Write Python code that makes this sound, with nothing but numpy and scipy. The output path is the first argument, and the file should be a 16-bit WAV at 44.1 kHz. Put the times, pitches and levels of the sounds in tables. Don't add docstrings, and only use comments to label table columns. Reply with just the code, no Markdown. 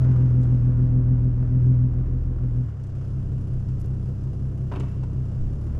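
import sys
import numpy as np
from scipy import signal
from scipy.fft import rfft, irfft, next_fast_len
from scipy.io import wavfile
from scipy.ndimage import uniform_filter1d, map_coordinates

SR = 44100
rng = np.random.default_rng(int(sys.argv[2]) if len(sys.argv) > 2 else 0)


def boost(x):
    u = np.asarray(x, float) / 20
    return 10 ** u


def master(y):
    cut = np.clip(np.atleast_2d(y).T, -1, 1)
    pcm = np.round(cut * 32767)
    wavfile.write(sys.argv[1], SR, pcm.astype(np.int16))


N = 255339


def unit(x):
    return x / np.sqrt(np.mean(x ** 2) + 1e-20)


def curves(rows):
    s, *cols = np.transpose(rows)
    return [np.interp(np.arange(N) / SR, s, c) for c in cols]


def along(points, hz):
    f, v = np.transpose(points)
    return np.interp(np.log(hz + 1), np.log(f + 1), v)


def wobble(rate_hz, step=1):
    knots = rng.standard_normal(int(N * rate_hz / SR) + 4)
    return map_coordinates(knots, [np.arange(0, N, step) * rate_hz / SR])


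def noise(spectrum, gate):
    # f/Hz, correlation/1
    likeness = [(60, .985), (250, .98), (500, .97), (1000, .94), (2000, .82), (4000, .62), (10000, .66)]
    # f/Hz, left minus right/dB
    lean_db = [(125, .3), (250, -.7), (500, -1.5), (1000, -1.4), (2000, -.5), (4000, .7), (8000, 1.6),
               (12000, 2.4)]
    m = next_fast_len(N + 8192)
    hz = np.fft.rfftfreq(m, 1 / SR)
    angle = np.arccos(np.clip(along(likeness, hz), -1, 1)) / 2
    raw = rfft(gate * rng.standard_normal((2, N)), m)
    mid, side = raw * boost(along(spectrum, hz)) * [np.cos(angle), np.sin(angle)]
    lean = boost(along(lean_db, hz) / 2)
    return unit(irfft([(mid + side) * lean, (mid - side) / lean], m)[:, :N])


def boom_db(hz):
    def peak_db(at_hz, width_hz):
        detuning = width_hz / 2 / (hz - at_hz + 1e-6)
        return -10 * np.log10(.06 + 1 / (1 / .94 + detuning ** 2))

    return peak_db(124, 8) + peak_db(253, 18)


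def exhaust(firing_hz, loud_db, load_db):
    # order/1, pulling/dB, idling/dB
    exhaust_orders = [(5, -51, -57), (6, -30, -36), (9, -33, -54), (11, -44, -58), (12, -32, -33),
                      (13, -58, -49), (14, -51, -60), (15, -53, -51), (16, -46, -52), (17, -37, -55),
                      (18, -19, -33), (19, -29, -47), (20, -41, -48), (21, -41, -40), (22, -46, -41),
                      (23, -46, -38), (24, -41, -32), (25, -45, -40), (26, -50, -52), (27, -50, -53),
                      (28, -43, -58), (30, -48, -42), (31, -46, -59), (34, -49, -67),
                      (36, -45, -42), (37, -34, -62), (38, -49, -63), (39, -53, -66), (41, -53, -71),
                    (42, -54, -57), (43, -49, -59), (44, -60, -55), (48, -58, -58), (49, -60, -66),
                    (51, -60, -67), (52, -56, -66), (53, -60, -68), (54, -56, -55), (55, -53, -64),
                    (56, -59, -65), (68, -73, -60), (72, -59, -70), (73, -53, -70), (74, -68, -72),
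                    (91, -61, -72), (92, -64, -72), (110, -67, -74), (122, -74, -65), (137, -69, -76)]
    # trim/dB, share of loudness/1, share of load/1,
    # slope with extra speed pulling/(dB/Hz), idling/(dB/Hz)
    multiples = [(.1, 1.2, .1, -4.5, -2.5), (.1, 0.53, -0.6, 4.3, -5), (.1, .7, 1, 0, 4),
                 (1.5, 0.82, 0.55, -1.8, 0.5)]
    side_lead = [(0, 0), (.28, .11), (.6, -.06), (-.4, -.39)]
    cylinders, step = 6, 16
    side_load = 0.22
    overrun_hz_per_s, overrun_db = 15, 0.9
    treble_fade_db_per_s = 2

    cycle = 2 * np.pi * np.cumsum(firing_hz)[::step] / SR / cylinders
    firing_hz, loud_db, load_db = firing_hz[::step], loud_db[::step], load_db[::step]
    t = np.arange(len(cycle)) * step / SR
    offset_db = loud_db + side_load * load_db
    pull = np.clip((firing_hz - 33.5) / 6, 0, 1)
    usual_hz = 32.6 + 8.5 * pull
    fall_hz_per_s = uniform_filter1d(-np.gradient(firing_hz) * SR / step, size=100)
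    choke_db = overrun_db * np.maximum(fall_hz_per_s - overrun_hz_per_s, 0)
    out = np.zeros(len(cycle))
    for order, pulling_db, idling_db in exhaust_orders:
        times = round(order / cylinders)
        away = int(abs(order - times * cylinders))
        base_db = idling_db + pull * (pulling_db - idling_db)
        if not away and times <= len(multiples):
            trim_db, loud, load, fast_pull, fast_idle = multiples[times - 1]
            db = base_db + trim_db + loud * loud_db + load * load_db
            db += (firing_hz - usual_hz) * (fast_idle + pull * (fast_pull - fast_idle))
            db -= choke_db * (times == 1)
        else:
            db = base_db + offset_db * min(order / 22, 1.2)
            db += boom_db(order * firing_hz / cylinders) - boom_db(order * usual_hz / cylinders)
            db -= (order > 60) * pull * treble_fade_db_per_s * (t - .7)
        pulling, idling = side_lead[away]
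        idling += (away > 0) * (times % 2) / 2
        lag = 2 * np.pi * (.17 * times ** 2 + idling + pull * (pulling - idling))
        shake = (.003 * order + (order / 80) ** 2) * wobble(7, step)
        db = db + min(.5 + (order / 60) ** 2, 2.5) * wobble(6, step)
        out += np.sqrt(2) * boost(db) * np.cos(order * cycle + lag + shake)
    out = signal.resample_poly(out, step, 1, padtype="line")[:N]
    late = np.r_[out[:2], out[:-2]]
    return np.array([late, out]) * boost([[.2], [-.2]])


def rush_levels(loud_db):
    # far/dB, close-by boost/dB, fading/s, boost once the bonnet faces us/dB, pick-up/dB
    layers = [
        (-58.5, 10, 1.2, -0.36, 5.5),
        (-72, 8.5, .4, 3, 1),
        (-45.5, 6, 0.5, 1, 2.5),
        (-86, 8, 0.9, 8, 2),
    ]
    turn_s, pickup_s = (2.05, 3.32), (5.264, 5.92)
    t = np.arange(N) / SR
    turned, pickup = np.interp(t, turn_s, (0, 1)), np.interp(t, pickup_s, (0, 1))
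    gas, clatter, roar, fizz = (far + near * np.exp(-t / fade) + turn * turned + off * pickup
                                for far, near, fade, turn, off in layers)
    return gas, clatter, roar + 0.61 * loud_db, fizz


def rush(firing_hz, loud_db):
    # f/Hz, level/(dB/Hz)
    gas_spectrum = [(290, -31), (500, -7.5), (690, -14), (800, -14.5), (1000, -13.5), (1400, -15.5),
                    (2200, -27), (2800, -32), (3300, -38), (4000, -45), (6700, -120)]
    # f/Hz, level/(dB/Hz)
    valve_spectrum = [(1800, -27.5), (2400, -3), (2800, 5.5), (3300, -0.5), (4100, -4), (5000, 0.5),
                      (6500, -2), (7700, -5.5), (8300, -12), (10000, -19), (14500, -60)]
    # f/Hz, level/(dB/Hz)
    fizz_spectrum = [(5000, -44), (7500, -4.5), (8500, -5), (10000, -0.5), (11500, -5.5), (12500, -10),
                     (13500, -17), (14500, -65)]
    # f/Hz, level/(dB/Hz)
    roar_spectrum = [(20, -30), (45, -12), (125, -8), (200, -10), (280, -8), (400, -14), (600, -24),
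                     (1000, -40), (2000, -90)]
    gas_db, clatter_db, roar_db, fizz_db = rush_levels(loud_db)
    turns = np.cumsum(firing_hz) / SR + 0.28
    strength = np.clip(rng.standard_normal(int(turns[-1]) + 2), -1.6, 1.6)[turns.astype(int)]
    burst = uniform_filter1d(np.exp(-(turns % 1) / 0.49) * boost(3.4 * strength), size=90)
    gas = boost(gas_db + .6 * wobble(7)) * noise(gas_spectrum, 1 + .5 * burst)
    clatter = boost(clatter_db + 0.78 * wobble(5.5)) * noise(valve_spectrum, 1 + 0.66 * burst)
    fizz = boost(fizz_db + .9 * wobble(11)) * noise(fizz_spectrum, 1 + 1.4 * burst)
    roar = boost(roar_db + 2.5 + 0.26 * wobble(13)) * noise(roar_spectrum, 1 + 0.35 * burst)
    return gas + clatter + fizz + roar


def ring(modes, t):
    return sum(boost(db + rng.normal(0, 3.6) - 60 * t / t60_s) * np.sin(2 * np.pi * hz * t)
               for hz, db, t60_s in modes)


def gearbox():
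    # t/s, peak/dB, thud/dB, grate/dB, crack/dB
    knocks = [(4.715, -34, -1, -11.5, -34), (4.72, -29.5, -3, -11.5, -35), (4.727, -38.5, -4, -14.5, -39),
              (4.735, -33, -3, -8.5, -38), (4.738, -34.5, -12, -24, -32), (4.751, -37.5, -9, -8, -23.5),
              (4.759, -34, 2.5, -5.5, -32), (4.767, -35.5, 12.5, -16.5, -29),
              (4.773, -41.5, 9.5, -19, -32.5), (4.784, -49, -6, -7.5, -16.5),
              (4.798, -39, 10.5, -9.5, -6.5), (4.804, -39.5, 9, -1, -10), (4.811, -42.5, 7, -11, -18),
              (4.833, -36, -7, -19.5, -29), (4.845, -46, -4, -16, -19), (4.868, -60.5, 20, -17, -17),
              (5.028, -47, 7, -15, -14), (5.034, -39, 4, -15.5, -16.5)]
    # f/Hz, level/dB, t60/s
    casing_modes = [(723, 1, 0.039), (966, 4.5, 0.026), (1055, 7.5, 0.013), (1390, -8, 0.0051)]
    # f/Hz, level/dB, t60/s
    teeth_modes = [(1570, -0.5, 0.021), (2000, -4, 0.023), (2277, 3.5, 0.012), (2660, 3, 0.011),
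                   (3420, -15, 0.012)]
    # f/Hz, level/dB, t60/s
    housing_modes = [(275.4, -0.5, 0.11), (401.7, 8, 0.049), (542, -1, 0.03)]
    out, t = np.zeros(N + SR), np.arange(SR // 5) / SR
    crack_band = signal.butter(3, [3500, 8500], "band", fs=SR, output="sos")
    for s, db, thud_db, grate_db, crack_db in knocks:
        scrape = rng.standard_normal((3, len(t))) * boost(-60 * t / .035) * (1 - np.exp(-t / .0006))
        casing = signal.fftconvolve(scrape[0], ring(casing_modes, t))[:len(t)]
        teeth = signal.fftconvolve(scrape[1], ring(teeth_modes, t))[:len(t)]
        blow = boost(1.0) * casing / np.abs(casing).max()
        blow += boost(grate_db + 2.5) * teeth / np.abs(teeth).max()
        blow += boost(thud_db - 5) * ring(housing_modes, t) * (1 - np.exp(-t / 0.0026))
        blow += boost(crack_db + 3.0) * signal.sosfilt(crack_band, scrape[2])
        out[round(s * SR):][:len(t)] += boost(db) * blow
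    out = out[:N]
    tail = rng.standard_normal((2, SR // 2)) * boost(-60 * np.arange(SR // 2) / SR / .9)
    tail += 0.82 * tail.sum(axis=0)
    tail = signal.sosfilt(signal.butter(1, [1000, 4000], "band", fs=SR, output="sos"), tail)
    tail /= np.linalg.norm(tail[0])
    return out + boost(-11.5) * signal.fftconvolve(out[None], tail, axes=1)[:, :N]


def ticks():
    # t/s, peak/dB, left minus right/dB, t60/s
    contacts = [(.413, -55, 1, .04), (.431, -49, -4.5, .04), (.541, -57.5, -8, .04),
                (0.7742, -58, -.5, 0.017), (.826, -56, -0.8, 0.018), (1.2438, -58.5, -0.4, .02),
                (1.6372, -60, 4, 0.018), (1.661, -55, 2, .03), (2.4524, -62.5, 0, .02),
                (2.835, -52, 1, .05), (2.866, -53, 3, 0.045), (2.8975, -58, 3.5, 0.045),
                (2.9508, -58, -2.1, 0.045), (3.686, -52, 5, 0.018), (3.798, -52, 4, .009),
                (3.801, -48.5, 0.5, .012), (3.807, -49, 2.5, 0.012), (3.8147, -44.5, 5, .011),
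                (3.841, -57, 4.5, .009), (3.860, -47.5, 3.5, 0.0099), (3.9043, -57, 7, .012),
                (4.2359, -54.5, 6, 0.017), (5.101, -58, -2.5, .025), (5.1296, -56.5, 0, .025),
                (5.5563, -54.5, -7, .02)]
    brittle_s = .016
    out, t = np.zeros((2, 2, N + SR)), np.arange(SR // 25) / SR
    for s, db, pan_db, t60_s in contacts:
        start = round(s * SR)
        attack = 1 - np.exp(-t / (.04 * t60_s))
        snap = boost(db - 60 * t / t60_s) * attack * rng.standard_normal(len(t))
        out[int(t60_s < brittle_s), :, start:start + len(t)] += snap * boost([[pan_db / 2], [-pan_db / 2]])
    dull = signal.butter(2, [2800, 8500], "band", fs=SR, output="sos")
    bright = signal.butter(3, [5000, 12500], "band", fs=SR, output="sos")
    return signal.sosfilt(dull, out[0, :, :N]) + signal.sosfilt(bright, out[1, :, :N])


def breeze():
    # middle t/s, half length/s, peak/dB
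    gust_events = [
        (0.037, .08, -42.5),
        (1.452, .2, -56.5),
        (2.297, .2, -58.5),
        (3.248, 0.37, -43),
        (3.745, 0.32, -45),
        (4.57, .14, -48.5),
        (5.47, .11, -34),
    ]
    # f/Hz, level/(dB/Hz)
    puff_spectrum = [(5, -14), (15, -3.5), (40, -5.5), (70, -23.5), (150, -58.5), (400, -140)]
    t = np.arange(N) / SR
    calm_db = -59
    gusts = boost(calm_db) + sum(boost(db) * np.exp(-((t - s) / half_s) ** 4) for s, half_s, db in gust_events)
    lumps = boost(2.5 * wobble(7.4))
    return gusts * boost(6.0) * noise(puff_spectrum, lumps)


def scene():
    # t/s, firing rate f/Hz, loudness/dB, load/dB
    engine = [(0, 42.29, -0.5, 2.5), (.5, 40.84, -0.5, -0.05), (1.15, 41.28, 1, -0.9),
              (1.42, 40.52, -1, -4), (1.66, 41.88, 1, 2.3), (1.82, 41.19, -2, 2.6),
              (1.99, 40.03, 0.5, -10.5), (2.28, 39.94, -1.5, -17), (2.5, 40.13, -2.5, -3),
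              (2.62, 40.34, -3, -4), (2.755, 34.87, -7, -3.5), (2.81, 32.63, -8, 4), (3.15, 32.76, -0.4, 0),
              (3.7, 32.25, -1, 3), (4.17, 32.89, -0.5, -1.5), (5.36, 32.21, -1, 2.5),
              (5.6, 35.89, -2.5, -5), (5.79, 37.95, -1, -10.5)]
    firing_hz, loud_db, load_db = curves(engine)
    van = exhaust(firing_hz, loud_db, load_db) + rush(firing_hz, loud_db) + gearbox()
    return van + ticks() + breeze()


def band_limit(x):
    return signal.sosfilt(signal.butter(12, 14200, fs=SR, output="sos"), x)


def record(dry):
    edge_s = np.minimum(np.arange(N), np.arange(N)[::-1]) / SR
    mix = dry * (1 - 0.66 * np.exp(-edge_s / 0.0044))
    return band_limit(mix)


dry = scene()
out = record(dry)
master(out)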